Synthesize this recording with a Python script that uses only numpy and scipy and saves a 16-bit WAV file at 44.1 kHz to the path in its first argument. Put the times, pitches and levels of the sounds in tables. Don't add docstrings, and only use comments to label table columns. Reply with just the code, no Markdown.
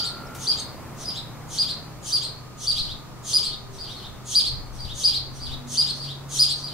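import sys
import numpy as np
from scipy import signal
from scipy.fft import rfft, irfft, next_fast_len
from scipy.io import wavfile
from scipy.ndimage import map_coordinates

SR = 44100
rng = np.random.default_rng(int(sys.argv[2]) if len(sys.argv) > 2 else 0)


def to_wav(sig):
    pcm = np.clip(np.atleast_2d(sig), -1, 1) * 32767
    pcm = np.round(pcm).astype(np.int16)
    wavfile.write(sys.argv[1], SR, pcm.T)


N = 296793


def amp(db):
    return 10 ** (np.asarray(db) / 20)


def unit(x):
    return x / np.sqrt(np.mean(x ** 2) + 1e-20)


def along(points, hz):
    freqs, values = np.transpose(points)
    return np.interp(np.log(hz + 1), np.log(freqs + 1), values)


def curves(rows):
    times, *columns = np.transpose(rows)
    return [np.interp(np.arange(N) / SR, times, column) for column in columns]


def wobble(rate, n):
    knots = rng.standard_normal(int(n * rate / SR) + 4)
    return map_coordinates(knots, [np.arange(n) * rate / SR])


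def cycle(hz):
    return 2 * np.pi * (np.cumsum(hz) / SR + rng.random())


def filtered(x, response):
    n = x.shape[-1]
    padded = next_fast_len(n + SR // 20)
    return irfft(rfft(x, padded) * response(np.fft.rfftfreq(padded, 1 / SR)), padded)[..., :n]


def noise(spectrum, n):
    return unit(filtered(rng.standard_normal(n), lambda hz: amp(along(spectrum, hz))))


def wide(spectrum, side_db):
    mid, side = noise(spectrum, N), amp(side_db) * noise(spectrum, N)
    return np.array([mid + side, mid - side])


def add(track, start_s, x):
    i = round(start_s * SR)
    x = x[:, max(-i, 0):max(N - i, 0)]
    track[:, max(i, 0):max(i, 0) + x.shape[1]] += x


def drone(hz, db, waver_hz, flicker_db, side_db):
    phase = cycle(hz + waver_hz * wobble(14, N))
    mid = np.sin(phase) * amp(flicker_db * wobble(9, N))
    side = amp(side_db) * wobble(6, N) * np.cos(phase)
    return np.sqrt(2) * amp(db) * np.array([mid + side, mid - side])


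# time_s, gain_db
TYRE_RIDE = [(0.0, -44), (1.74, -46), (1.97, -48), (2.64, -49), (6.58, -48), (6.73, -47)]
# freq_hz, gain_db
TYRE_EQ = [(30, -8.5), (70, 1), (130, 2), (200, -1), (330, -4.5), (500, -7.5), (800, -7.5), (1250, -9),
           (1600, -15.5), (2200, -18), (4000, -31)]
# freq_hz, gain_db
HISS_EQ = [(300, 12), (2000, -4), (4300, 2), (7000, -2), (10000, -12), (12500, -20), (15000, -42),
           (16000, -55)]

def street(boost_db=4, hiss_db=-56):
    ride_db, = curves(TYRE_RIDE)
    rush = amp(ride_db + boost_db + .64 * wobble(7, N)) * wide(TYRE_EQ, side_db=-8.5)
    return rush + amp(hiss_db) * wide(HISS_EQ, side_db=5)


# time_s, pitch_hz, level_db
LOW_ENGINE = [(0, 118, -51), (1.3, 120, -50), (2.2, 124, -46.5), (3.9, 124, -50), (4.5, 126, -45),
              (5.2, 129, -47), (5.9, 138, -39.5), (6.4, 138, -39), (6.73, 141, -44)]
HIGH_ENGINE = [(0, 135, -55), (.7, 138, -49), (1.8, 155, -45), (2.1, 153, -54), (3.5, 149, -52),
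               (4.3, 130, -68)]
# peak_s, pitch_hz, level_db
PASSING_HUMS = [(3.75, 390, -52), (5.65, 244, -44)]

def engines(swell_s=.13, pitch_sag=.025, loss_db_per_doubling=10):
    voices = [curves(LOW_ENGINE), curves(HIGH_ENGINE)]
    for peak_s, hz, db in PASSING_HUMS:
        position = (np.arange(N) / SR - peak_s) / swell_s
        distance = np.hypot(1, position)
        pitch = hz * (1 - pitch_sag * position / distance)
        voices.append((pitch, db - loss_db_per_doubling * np.log2(distance)))
    return sum(drone(hz, db, waver_hz=1.5, flicker_db=1.8, side_db=-10) for hz, db in voices)


# pitch_hz, level_db
WHINE_PARTIALS = [(1174, -62), (1292, -56), (1351, -48.5), (1410, -49.5)]
# time_s, level_db
TONE_RIDE = [(0, -65), (1.8, -63), (2.5, -58), (3.6, -58), (5.5, -67), (6.73, -60)]

def machine(stop_s=.35, fade_db_per_s=85, tone_hz=1233):
    fade_db = fade_db_per_s * np.maximum(np.arange(N) / SR - stop_s, 0)
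    whine = sum(drone(hz, db - fade_db, waver_hz=3, flicker_db=.5, side_db=-14)
                for hz, db in WHINE_PARTIALS)
    tone_db, = curves(TONE_RIDE)
    return whine + drone(tone_hz, tone_db, waver_hz=2.5, flicker_db=2.5, side_db=-10)


# freq_hz, gain_db
WIND_EQ = [(15, -4), (35, 0), (70, -8), (130, -8.5), (300, -49), (900, -61)]
# peak_s, length_s, level_db, lean_left_db
WIND_PUFFS = [(2.8, .2, -36.5, 2), (3.6, .25, -44, 0), (4.11, .09, -42, 1), (4.55, .11, -35, 2),
              (4.82, .25, -39.5, 4.5), (5.27, .3, -43, 1.5), (5.51, .1, -36, 2.5)]

def wind(breeze_db=-53.3, flutter_db=1.5):
    t = np.arange(N) / SR
    power = amp(breeze_db) ** 2
    for peak_s, length_s, db, left_db in WIND_PUFFS:
        swell = np.exp(-(2 * (t - peak_s) / length_s) ** 2)
        power = power + amp([[db + left_db], [db - left_db]]) ** 2 * swell
    rumble = wide(WIND_EQ, side_db=-3)
    return np.sqrt(power) * amp(flutter_db * wobble(12, N)) * rumble


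# freq_hz, t60_s
EAVES_DECAY = [(2000, .42), (3300, .38), (4500, 0.45), (6000, 0.3), (10000, 0.26), (15000, 0.19)]

def eaves(x, echo_db, near_db=-3, near_s=.014, wall_db=-10, wall_s=.03, tail_db=-2):
    hz, t, bands = signal.stft(rng.standard_normal((2, SR // 2)), SR, nperseg=256)
    decay = amp(-60 * t / along(EAVES_DECAY, hz)[:, None])
    build_up = 1 - np.exp(-t / .006)
    _, tail = signal.istft(bands * decay * build_up, SR, nperseg=256)
    room = amp(tail_db) * tail / np.linalg.norm(tail[0])
    delay_s, taps = rng.uniform(.001, near_s, size=(2, 9)), rng.standard_normal((2, 9))
    taps /= np.linalg.norm(taps, axis=1, keepdims=True)
    for ear in range(2):
        room[ear, (delay_s[ear] * SR).astype(int)] += amp(near_db) * taps[ear]
        room[ear, ((wall_s + delay_s[ear] / 2) * SR).astype(int)] += amp(wall_db) * taps[ear]
    room *= amp(echo_db)
    room[:, 0] += 1
    heard = signal.fftconvolve(x[None], room, axes=1)
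    return heard * np.linalg.norm(x) / np.linalg.norm(heard, axis=1, keepdims=True)


def relay_click(start_s=.347, gain_db=-37, attack_s=.002, decay_s=.028):
    out, t = np.zeros((2, N)), np.arange(SR // 8) / SR
    scrape = noise([(500, -10), (2500, 0), (9000, -1), (15000, -3)], len(t))
    stroke = (1 - np.exp(-t / attack_s)) * np.exp(-t / decay_s)
    add(out, start_s, eaves(amp(gain_db) * stroke * scrape, echo_db=-6))
    return out


def syrinx(pitch, jitter, trill_hz, trill_depth, tremor):
    n = len(pitch)
    trill = np.sin(cycle(trill_hz * (1 + .2 * wobble(80.3, n))))
    bend = 1 + trill_depth * trill + jitter * wobble(913.3, n)
    return cycle(pitch * bend), 1 + tremor * trill


# start_s, from_hz, to_hz, length_s, gain_db
PEEPS = [(0.263, 5030, 5540, 0.0169, -50), (0.591, 6200, 6470, 0.018, -34.5)]

def peeps():
    out = np.zeros((2, N))
    for start_s, from_hz, to_hz, length_s, db in PEEPS:
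        n = int(length_s * SR)
        pitch = np.linspace(from_hz, to_hz, n)
        phase, strength = syrinx(pitch, jitter=.025, trill_hz=200, trill_depth=.01, tremor=.2)
        add(out, start_s, eaves(2 * amp(db) * np.hanning(n) * strength * np.sin(phase), echo_db=-9))
    return out


REST_HZ, USUAL_DB = 3120, -15
LEAP_S, DROP_S = .0033, .004
SOFT_SAG = .11


def envelope(attack_s, hold_s, release_s):
    corners = np.cumsum([0, attack_s, hold_s, release_s])
    t = np.arange(0, corners[-1], 1 / SR)
    return t, np.interp(t, corners, [0, 1, 1, 0])


# freq_hz, gain_db
BREATH_EQ = [(2000, -32), (2700, -11), (3200, 4), (5000, 3), (6900, -2.5), (7800, 1.5), (9800, 3),
             (11000, -10), (13000, -14), (14700, -18), (16000, -24)]

def rasp(whistle_db, effort, bright_db, from_hz=6850, to_hz=5750, base_db=-34, octave_db=-22, air_db=-1):
    t, ramp = envelope(attack_s=.075 * np.sqrt(effort), hold_s=.024, release_s=.016)
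    loud, softness = ramp ** 1.2, 1 - effort
    pitch = np.linspace(from_hz, to_hz, len(t)) * (1 - SOFT_SAG * softness)
    phase, strength = syrinx(pitch, jitter=.058, trill_hz=380, trill_depth=.025, tremor=.5)
    voice = np.sqrt(2) * (np.sin(phase) + amp(octave_db) * np.sin(2 * phase))
    hiss = amp(air_db) * loud ** 1.05 * noise(BREATH_EQ, len(t))
    gain_db = base_db + .5 * (whistle_db - USUAL_DB) - 7 * softness + .6 * bright_db
    return amp(gain_db) * strength * (loud * voice + hiss)


# freq_hz, gain_db
GRATE_EQ = [(1800, -38), (2400, -6), (2850, -4), (3250, 7), (4300, 3.5), (5400, 1.5), (6300, -11),
            (7500, -13), (9700, -14), (11800, -13), (14000, -19), (16000, -40)]

def grate(effort, length_s=.085, gain_db=-20):
    n = int(length_s * SR)
    burst = noise(GRATE_EQ, n) * np.hanning(n) * amp(wobble(360, n))
    return amp(gain_db) / effort * burst


def upsweep(whistle_db, effort, overtone_db, climb_s=.05, third_db=-19, air_db=-22, husk_db=-11):
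    t, loud = envelope(attack_s=.044, hold_s=.012, release_s=.016)
    n = len(t)
    top_hz = 4370 + 18 * (whistle_db - USUAL_DB)
    climb = np.sin(np.pi / 2 * (t / climb_s) ** 1.3) ** 2
    pitch = (REST_HZ + (top_hz - REST_HZ) * climb) * (1 - SOFT_SAG * (1 - effort))
    phase, strength = syrinx(pitch, jitter=.036, trill_hz=260, trill_depth=.02, tremor=.55)
    overtones = np.sin(2 * phase) + amp(third_db) * np.sin(3 * phase)
    husk = amp(air_db) * noise(BREATH_EQ, n) + amp(husk_db) * noise(GRATE_EQ, n)
    harshness = np.linspace(2, .2, n)
    return loud * strength * (np.sin(phase) + harshness * (amp(overtone_db) * overtones + husk))


def whistle(murmur_s, length_s, top_hz, effort, bright_db, octave_db=-18.5, twelfth_db=-31, air_db=-29):
    t, gate = envelope(attack_s=murmur_s, hold_s=length_s, release_s=.02)
    t = t - murmur_s
    n, softness, span_hz = len(t), 1 - effort, top_hz - REST_HZ
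    arch = 1 / (1 + np.exp(-t / LEAP_S)) / (1 + np.exp((t - length_s) / DROP_S))
    pitch = (REST_HZ + span_hz * arch) * (1 + .01 * wobble(70, n))
    loud = amp(.0125 * span_hz * (arch - 1))
    loud = gate * np.where(t > length_s / 2, loud ** effort, loud)
    breaks = unit(amp((.5 + 6 * softness) * wobble(168.4, n)))
    jitter = .015 + .036 * (1 - loud) + .008 * softness
    phase, strength = syrinx(pitch, jitter, trill_hz=165, trill_depth=.017, tremor=.5)
    octave = amp(octave_db) * loud ** .35 * np.sin(2 * phase + .8 * wobble(1100, n))
    twelfth = amp(twelfth_db) * loud ** 1.5 * np.sin(3 * phase + wobble(1500, n))
    air = amp(air_db) / effort * np.sqrt(loud) * noise(BREATH_EQ, n)
    voice = loud * np.sin(phase) + amp(bright_db - 6 * softness) * (octave + twelfth) + air
    return strength * breaks * voice


# leap_s, whistle_length_s, top_hz, whistle_db, effort, bright_db, upsweep_db, upsweep_overtone_db
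CHIRPS = [ (-.06, .05, 4800, -14, 1, -4, -25, -10), (.47, .055, 4780, -15.5, .92, -1.5, -29.5, -5),
          (1.046, .06, 4950, -26, .6, 2, -28.5, -15), (1.581, .047, 4770, -14.5, 1, -2, -24.5, -17),
          (2.121, .049, 4820, -15, 1, 1.5, -26, -9), (2.668, .049, 4800, -15.5, .85, -1, -21, -25),
          (2.795, .055, 4700, -30, .4, 0, -32, -28), (3.332, .05, 4860, -12, 1, 3, -22.5, -11),
          (3.41, .055, 4700, -31, .45, 0, -32, -22), (3.784, .064, 4740, -32.5, .35, -3, -33.5, -30),
          (3.951, .043, 4300, -35.5, .35, -6, -37, -32), (4.349, .051, 4800, -10.5, 1, 0, -21.5, -18),
          (4.787, .065, 4720, -34, .3, -3, -33, -26), (5.038, .046, 4830, -10.5, 1, -2, -20.5, -22),
          (5.398, .066, 4720, -30.5, .4, -2, -32, -30), (5.772, .05, 4830, -12.5, 1, .5, -22.5, -14),
          (5.993, .054, 4700, -30, .35, -2, -32, -30), (6.389, .049, 4890, -10, 1, 3, -20.5, -11),
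          (6.622, .064, 4700, -29.5, .45, -2, -33, -28)]

def sparrows(murmur_s=.045, pause_s=.032):
    out = np.zeros((2, N))
    for leap_s, _, _, db, effort, bright_db, _, _ in CHIRPS:
        opening = rasp(db, effort, bright_db)
        add(out, leap_s + LEAP_S - (len(opening) - 1) / SR, eaves(opening, echo_db=2.5))
    for leap_s, length_s, top_hz, db, effort, bright_db, _, _ in CHIRPS:
        echo_db = -1.3 + 5.5 * (1 - effort)
        note = amp(db) * whistle(murmur_s, length_s, top_hz, effort, bright_db)
        add(out, leap_s - murmur_s, eaves(note, echo_db))
        burst = amp(db) * grate(effort)
        centre_s = leap_s + length_s + .006
        add(out, centre_s - len(burst) / SR / 2, eaves(burst, echo_db))
    for leap_s, length_s, _, db, effort, _, upsweep_db, overtone_db in CHIRPS:
        closing = amp(upsweep_db) * upsweep(db, effort, overtone_db)
        add(out, leap_s + length_s + pause_s * np.sqrt(effort), eaves(closing, echo_db=-1))
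    return out


def scene(lean_left_db=.3, left_lag_s=.000016):
    sides = np.array([[1], [-1]])
    birds = (sparrows() + peeps()) * amp(lean_left_db * sides)
    birds = filtered(birds, lambda hz: np.exp(-1j * np.pi * hz * left_lag_s * sides))
    return birds + relay_click() + street() + machine() + engines() + wind()


def record(dry, cutoff_hz=15700):
    return filtered(dry, lambda hz: hz < cutoff_hz)


dry = scene()
out = record(dry)
to_wav(out)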